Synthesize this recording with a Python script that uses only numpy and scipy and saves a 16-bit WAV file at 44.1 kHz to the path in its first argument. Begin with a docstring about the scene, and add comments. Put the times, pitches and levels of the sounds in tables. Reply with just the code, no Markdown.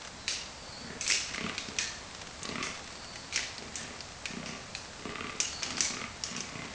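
"""Fallow bucks fighting

Two bucks fight some way off at a wood's edge. Antlers clack, skid and lock; trunks scatter each clash.
Between blows, slack vocal folds give low rattling grunts, so slow that single pulses are heard.
Hooves scuff dry ground and snap twigs, a small bird calls thinly, and the air hisses softly."""
import sys
import numpy as np
from scipy import signal
from scipy.fft import rfft, irfft, next_fast_len
from scipy.io import wavfile
from scipy.ndimage import map_coordinates

SR = 44100
rng = np.random.default_rng(int(sys.argv[2]) if len(sys.argv) > 2 else 0)


def bounce(signal):
    """Save signal as a 16-bit WAV file at the path given by the first command-line argument."""
    frames = np.transpose(np.atleast_2d(signal))
    limited = np.clip(frames, -1, 1)
    pcm = np.round(limited * 32767).astype(np.int16)
    wavfile.write(sys.argv[1], SR, pcm)


N = 297234

# Air spectrum: freq_hz, gain_db
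AIR_SPECTRUM = [(20, -7.5), (35, -10), (70, 0.5), (130, -5), (240, -6.5), (350, -11), (650, -7.5),
                (1300, -11), (2100, -14), (3100, -16.5), (4500, -14), (7400, -17.5), (10200, -40.5)]
# Hoof scuffing envelope: time_s, gain_db
SCUFF_ENVELOPE = [(0.0, -36.5), (1.05, -62), (1.2, -32), (1.93, -37), (5.2, -44.5), (5.78, -28.5),
                  (6.03, -38.5), (6.74, -38)]
# Dry litter spectrum: freq_hz, gain_db
LITTER_SPECTRUM = [(300, -16), (1000, -4), (2200, -4.5), (3500, -7), (6000, -6.5), (8000, -17.5),
                   (10000, -33)]
# Bird calls: start_s, length_s, pitch_hz, gain_db
PEEPS = [(.12, 0.16, 4100, -64), (0.528, 0.34, 4570, -62.5), (0.688, 0.093, 4400, -58),
         (2.864, 0.39, 4500, -62), (5.422, 0.26, 4480, -55)]
# Decay of the wood's echo: freq_hz, t60_s
WOOD_DECAY = [(200, 0.25), (900, 0.75), (2100, 0.64), (5500, 0.61), (9000, 0.4)]
# Antler contacts: start_s, level_db (over 10 ms), tine_hz, depth (0 tip, 1 base), echo_db
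CLASHES = [(0.2798, -27.5, 4280, 0.46, 2.5), (1.0103, -32.5, 6570, 0.43, 3.5), (1.065, -33.5, 4330, .6, -4),
           (1.078, -29, 6440, 0, 6), (1.0998, -28, 6200, 0.94, -6), (1.111, -26.5, 5650, 0.68, -3),
           (1.1211, -25.5, 5320, 0.46, 1), (1.3453, -34, 4970, 1, -5), (1.58, -30.5, 4380, 0.58, -3.5),
           (1.7863, -25, 6224, 0.63, -0.5), (2.431, -37.5, 7000, 0.079, -12), (2.454, -37.5, 4340, 0, -5.5),
           (2.49, -38.5, 4300, .2, -3), (2.627, -32.5, 4848, 0.88, 1), (3.157, -40, 4500, 1, -6),
           (3.3253, -37, 3900, 0.69, 8), (3.3597, -26, 6000, 0.45, -13), (3.375, -29.5, 5440, 0.99, -1.5),
           (3.392, -34, 5860, 1, -2.5), (3.581, -38.5, 4670, 0, -14), (3.756, -34, 6594, 0.36, 1),
           (4.006, -39, 5170, 0.015, -5), (4.2559, -31, 4250, 0.66, -5.5), (4.46, -41.5, 5220, .4, 3.5),
           (4.7504, -34, 4302, 0.49, -4.5), (5.402, -23, 6190, 0.29, -3), (5.6313, -29.5, 5900, 0.52, -3.5),
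           (5.7697, -36, 5254, .4, 1.5), (5.8064, -22.5, 6210, 0, -1), (6.2372, -29.5, 5950, 0.047, -3.5),
           (6.3646, -35.5, 6125, 0.48, 0), (6.406, -34, 5888, 0.11, -11)]
# Bare contact spectrum: freq_hz, gain_db
CRACK_SPECTRUM = [(100, -35), (330, -5.5), (800, -26), (1500, -10), (3200, -9.5), (6500, -2), (8000, -16.5),
                  (10000, -23)]
# Resonances of the antlers' broad palms: centre_hz, width_hz, gain_db
PALM_MODES = [(1795, 70, 5.5), (2255, 46, 0), (2830, 91, 2), (3660, 240, -2.5), (4250, 220, 1.5),
              (5800, 1700, -2.5), (6560, 210, -6.5), (7750, 280, -20)]
# Grunts: start_s, length_s, gain_db, mouth_db (opening), mouth_hz (resonance)
GRUNTS = [(0.776, 0.21, -45, -2, 1790), (1.311, 0.24, -40, 0, 1150), (1.619, 0.15, -45.5, -9, 1170),
          (2.422, 0.3, -38.5, -1, 1150), (3.555, 0.14, -46, -8, 1156), (3.749, 0.21, -47.5, 1.5, 1195),
          (4.301, 0.29, -39.5, -4.5, 1149), (4.992, 0.38, -40.5, -1, 1151), (5.617, 0.21, -44.5, -1, 1136),
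          (5.872, 0.17, -44, 3.5, 1170), (6.251, 0.25, -43.5, -1, 1087), (6.49, 0.21, -42, -1, 1090)]
# Hard pops in the rattle: start_s, level_db (over 10 ms)
POPS = [(1.3798, -33.5), (1.4635, -34), (1.4954, -33.5), (2.5556, -34.5), (5.1558, -36), (5.2073, -34.5),
        (5.2952, -38.5), (6.0154, -36), (6.0401, -36)]
# Low throat resonances: centre_hz, width_hz, gain_db
THROAT_MODES = [(166, 98, -5.5), (236.4, 49.3, 1.5), (419.4, 73, -9), (664, 112, -15.5)]
# High, open-mouth resonances: centre_hz, width_hz, gain_db
MOUTH_MODES = [(1390, 280, -5.5), (2023, 206, -2.5), (2530, 550, -2.5), (3450, 5000, -11)]
# Muffling by flesh: freq_hz, gain_db
FLESH_SPECTRUM = [(2700, 0), (4200, -8), (9000, -17)]


def amp(db):
    return 10 ** (np.asarray(db) / 20)


def unit_rms(x):
    return x / np.sqrt(np.mean(x ** 2) + 1e-20)


def unit_blow(x):
    """Scale to the energy of 10 ms at rms 1."""
    return x / np.linalg.norm(x) * np.sqrt(SR / 100)


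def log_interp(points, hz):
    knots_hz, values = np.transpose(points)
    return np.interp(np.log(hz + 1), np.log(knots_hz + 1), values)


def wobble(rate_hz):
    """Smooth random curve, N samples."""
    knots = rng.standard_normal(int(N * rate_hz / SR) + 4)
    return map_coordinates(knots, [np.arange(N) * rate_hz / SR])


def filtered(x, response):
    size = next_fast_len(len(x) + SR // 8)
    return irfft(rfft(x, size) * response(np.fft.rfftfreq(size, 1 / SR)), size)[:len(x)]


def resonate(x, modes):
    """Parallel band-passes of alternating sign."""
    return filtered(x, lambda hz: sum(
        (-1) ** k * amp(db) * 1j * hz * width_hz / (centre_hz ** 2 - hz ** 2 + 1j * hz * width_hz)
        for k, (centre_hz, width_hz, db) in enumerate(modes)))


def coloured(x, spectrum):
    return filtered(x, lambda hz: amp(log_interp(spectrum, hz)))


def add(track, start_s, sound):
    start = max(round(start_s * SR), 0)
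    part = track[start:start + len(sound)]
    part += sound[:len(part)]


def contact(skid_db, t60_s):
    """Sharp push, then dying chatter."""
    t = np.arange(SR // 16) / SR
    chatter = rng.standard_normal(len(t)) * amp(-60 * t / t60_s)
    force = amp(skid_db) * chatter / np.linalg.norm(chatter)
    force[0] = 1
    return np.pad(force, (16, 0))  # room for the click's rise


def air():
    """Steady rumble and hiss of the open wood."""
    return amp(-46 + 0.26 * wobble(2.7)) * unit_rms(coloured(rng.standard_normal(N), AIR_SPECTRUM))


def hooves(grains_per_s=1400):
    """Shoving hooves crush dry litter: fine, uneven crackle."""
    grains = rng.standard_normal(N) * (rng.random(N) < grains_per_s / SR)
    scuff_db = np.interp(np.arange(N) / SR, *np.transpose(SCUFF_ENVELOPE))
    return amp(scuff_db - 16.5 + 0.61 * wobble(28)) * unit_rms(coloured(grains, LITTER_SPECTRUM))


def twigs(snaps_per_s=14, spread_db=3.5):
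    """Twigs snap at random, louder where hooves shove harder."""
    out = np.zeros(N)
    for when, size in rng.random((int(snaps_per_s * N / SR), 2)):
        start_s = when * N / SR
        scuff_db = np.interp(start_s, *np.transpose(SCUFF_ENVELOPE))
        snap = unit_blow(coloured(contact(skid_db=5.5, t60_s=0.033), LITTER_SPECTRUM))
        add(out, start_s, amp(scuff_db - 8 + spread_db * (2 * size - 1)) * snap)
    return out


def bird():
    """Thin, wavering peeps, smeared by the trees."""
    out = np.zeros(N)
    for start_s, length_s, pitch_hz, gain_db in PEEPS:
        count = int(length_s * SR)
        wavering_hz = pitch_hz * (1 + 0.0335 * wobble(220)[:count])
        tone = np.sin(2 * np.pi * np.cumsum(wavering_hz) / SR)
        peep = unit_rms(signal.windows.tukey(count, 0.5) * tone)
        add(out, start_s, amp(gain_db + 7) * trunk_echo(peep, build_s=0.0082))
    return out


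def trunk_echo(x, build_s):
    """Scatter builds from trunk to trunk, then dies in uneven clumps."""
    hz, t, noise = signal.stft(rng.standard_normal(SR * 3 // 4), SR, nperseg=256)
    clumps_db = 2.2 * rng.standard_normal(len(t))
    decay_db = 60 * t / log_interp(WOOD_DECAY, hz)[:, None]
    tail = signal.istft(noise * amp(clumps_db - decay_db), SR, nperseg=256)[1]
    tail *= 1 - np.exp(-np.arange(len(tail)) / SR / build_s)
    return signal.fftconvolve(x, tail / np.linalg.norm(tail))


def antlers(palm_spread_db=12):
    """Contacts ring a thick beam and a thin tine; bone damps both within milliseconds."""
    out = np.zeros(N)
    for start_s, level_db, tine_hz, depth, echo_db in CLASHES:
        beam_db = np.interp(depth, [0, 1], [-26, 19.5])
        beam_hz = 2600 - 720 * depth ** 3
        skid_db = np.interp(depth, [0, 1], [-1, 7.5])  # tips glance, bases grind
        force = contact(skid_db, t60_s=0.039)
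        beam = unit_rms(resonate(force, [(beam_hz, 340, 0), (beam_hz * 1.63, 450, -7)]))
        tine = unit_rms(resonate(force, [(tine_hz * 0.932, 750, 0), (tine_hz * 1.167, 850, -1)]))
        ring = unit_rms(amp(beam_db) * beam + tine)
        crack = unit_rms(coloured(force, CRACK_SPECTRUM))
        add(out, start_s, amp(level_db) * unit_blow(ring + amp(-3) * crack))
        # Trunks return sound sent in all directions, including the palms' hollow ring.
        push = contact(skid_db=-23, t60_s=0.011)
        modes = [(hz, width_hz, db + rng.normal(0, palm_spread_db)) for hz, width_hz, db in PALM_MODES]
        palm = resonate(push, modes)
        for part, part_db in (ring, -5), (coloured(push, CRACK_SPECTRUM), -4), (palm, -6):
            echo = trunk_echo(unit_blow(part), build_s=0.0076)
            add(out, start_s, amp(level_db + echo_db + part_db) * echo)
    return out


def grunts(slap_hz=30, rise_hz_per_s=18, jitter_s=0.002, edge_db=-9.5):
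    """Slack vocal folds slap in a quickening rattle that swells and falls."""
    out = np.zeros(N)
    pop_times_s = np.transpose(POPS)[0]
    for start_s, length_s, gain_db, mouth_db, mouth_hz in GRUNTS:
        progress = np.linspace(0, 1, int(length_s * SR))
        cycles = np.cumsum(slap_hz + rise_hz_per_s * length_s * progress) / SR
        cycle_starts = np.flatnonzero(np.diff(np.floor(cycles), prepend=-1))
        effort = amp(edge_db * (2 * progress - 1) ** 2)
        folds = np.zeros(len(progress) + SR // 12)
        for i in cycle_starts:
            slap = effort[i] * amp(rng.normal(0, 2.3)) * contact(skid_db=1, t60_s=0.018)
            offset_s = i / SR + jitter_s * rng.normal()
            if np.abs(pop_times_s - start_s - offset_s).min() > 0.5 / slap_hz:  # gaps for pops
                add(folds, offset_s, slap)
        voice = amp(gain_db - 7) * throat(folds, mouth_db, mouth_hz)
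        add(out, start_s, voice)
        add(out, start_s, amp(0.5) * trunk_echo(voice, build_s=0.0036))
    return out


def throat(folds, mouth_db, mouth_hz):
    """Fold slaps ring the long throat; an open mouth adds high resonances."""
    low = unit_rms(resonate(folds, THROAT_MODES))
    high = unit_rms(resonate(folds, [(mouth_hz, 65, 2)] + MOUTH_MODES))
    return coloured(low + amp(mouth_db) * high, FLESH_SPECTRUM)


def throat_pops():
    """Single hard slaps break out of the rattle."""
    out = np.zeros(N)
    for start_s, level_db in POPS:
        slap = contact(skid_db=-4, t60_s=0.02)
        pop = amp(level_db) * unit_blow(throat(slap, mouth_db=7, mouth_hz=1200))
        add(out, start_s, pop)
        add(out, start_s, amp(-4.5) * trunk_echo(pop, build_s=0.0021))
    return out


def scene():
    """Fight and surroundings, mono."""
    return (antlers() + grunts() + throat_pops() + hooves() + twigs() + bird() + air())[None]


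def record(dry):
    """Dulled top octave, steep low-pass."""
    cutoff_hz = 10384
    dulled = coloured(dry[0], [(7000, -0.5), (8500, 1.5), (9600, -6), (10400, -27)])
    return filtered(dulled, lambda hz: 1 / np.sqrt(1 + (hz / cutoff_hz) ** 80))[None]


dry = scene()
out = record(dry)
bounce(out)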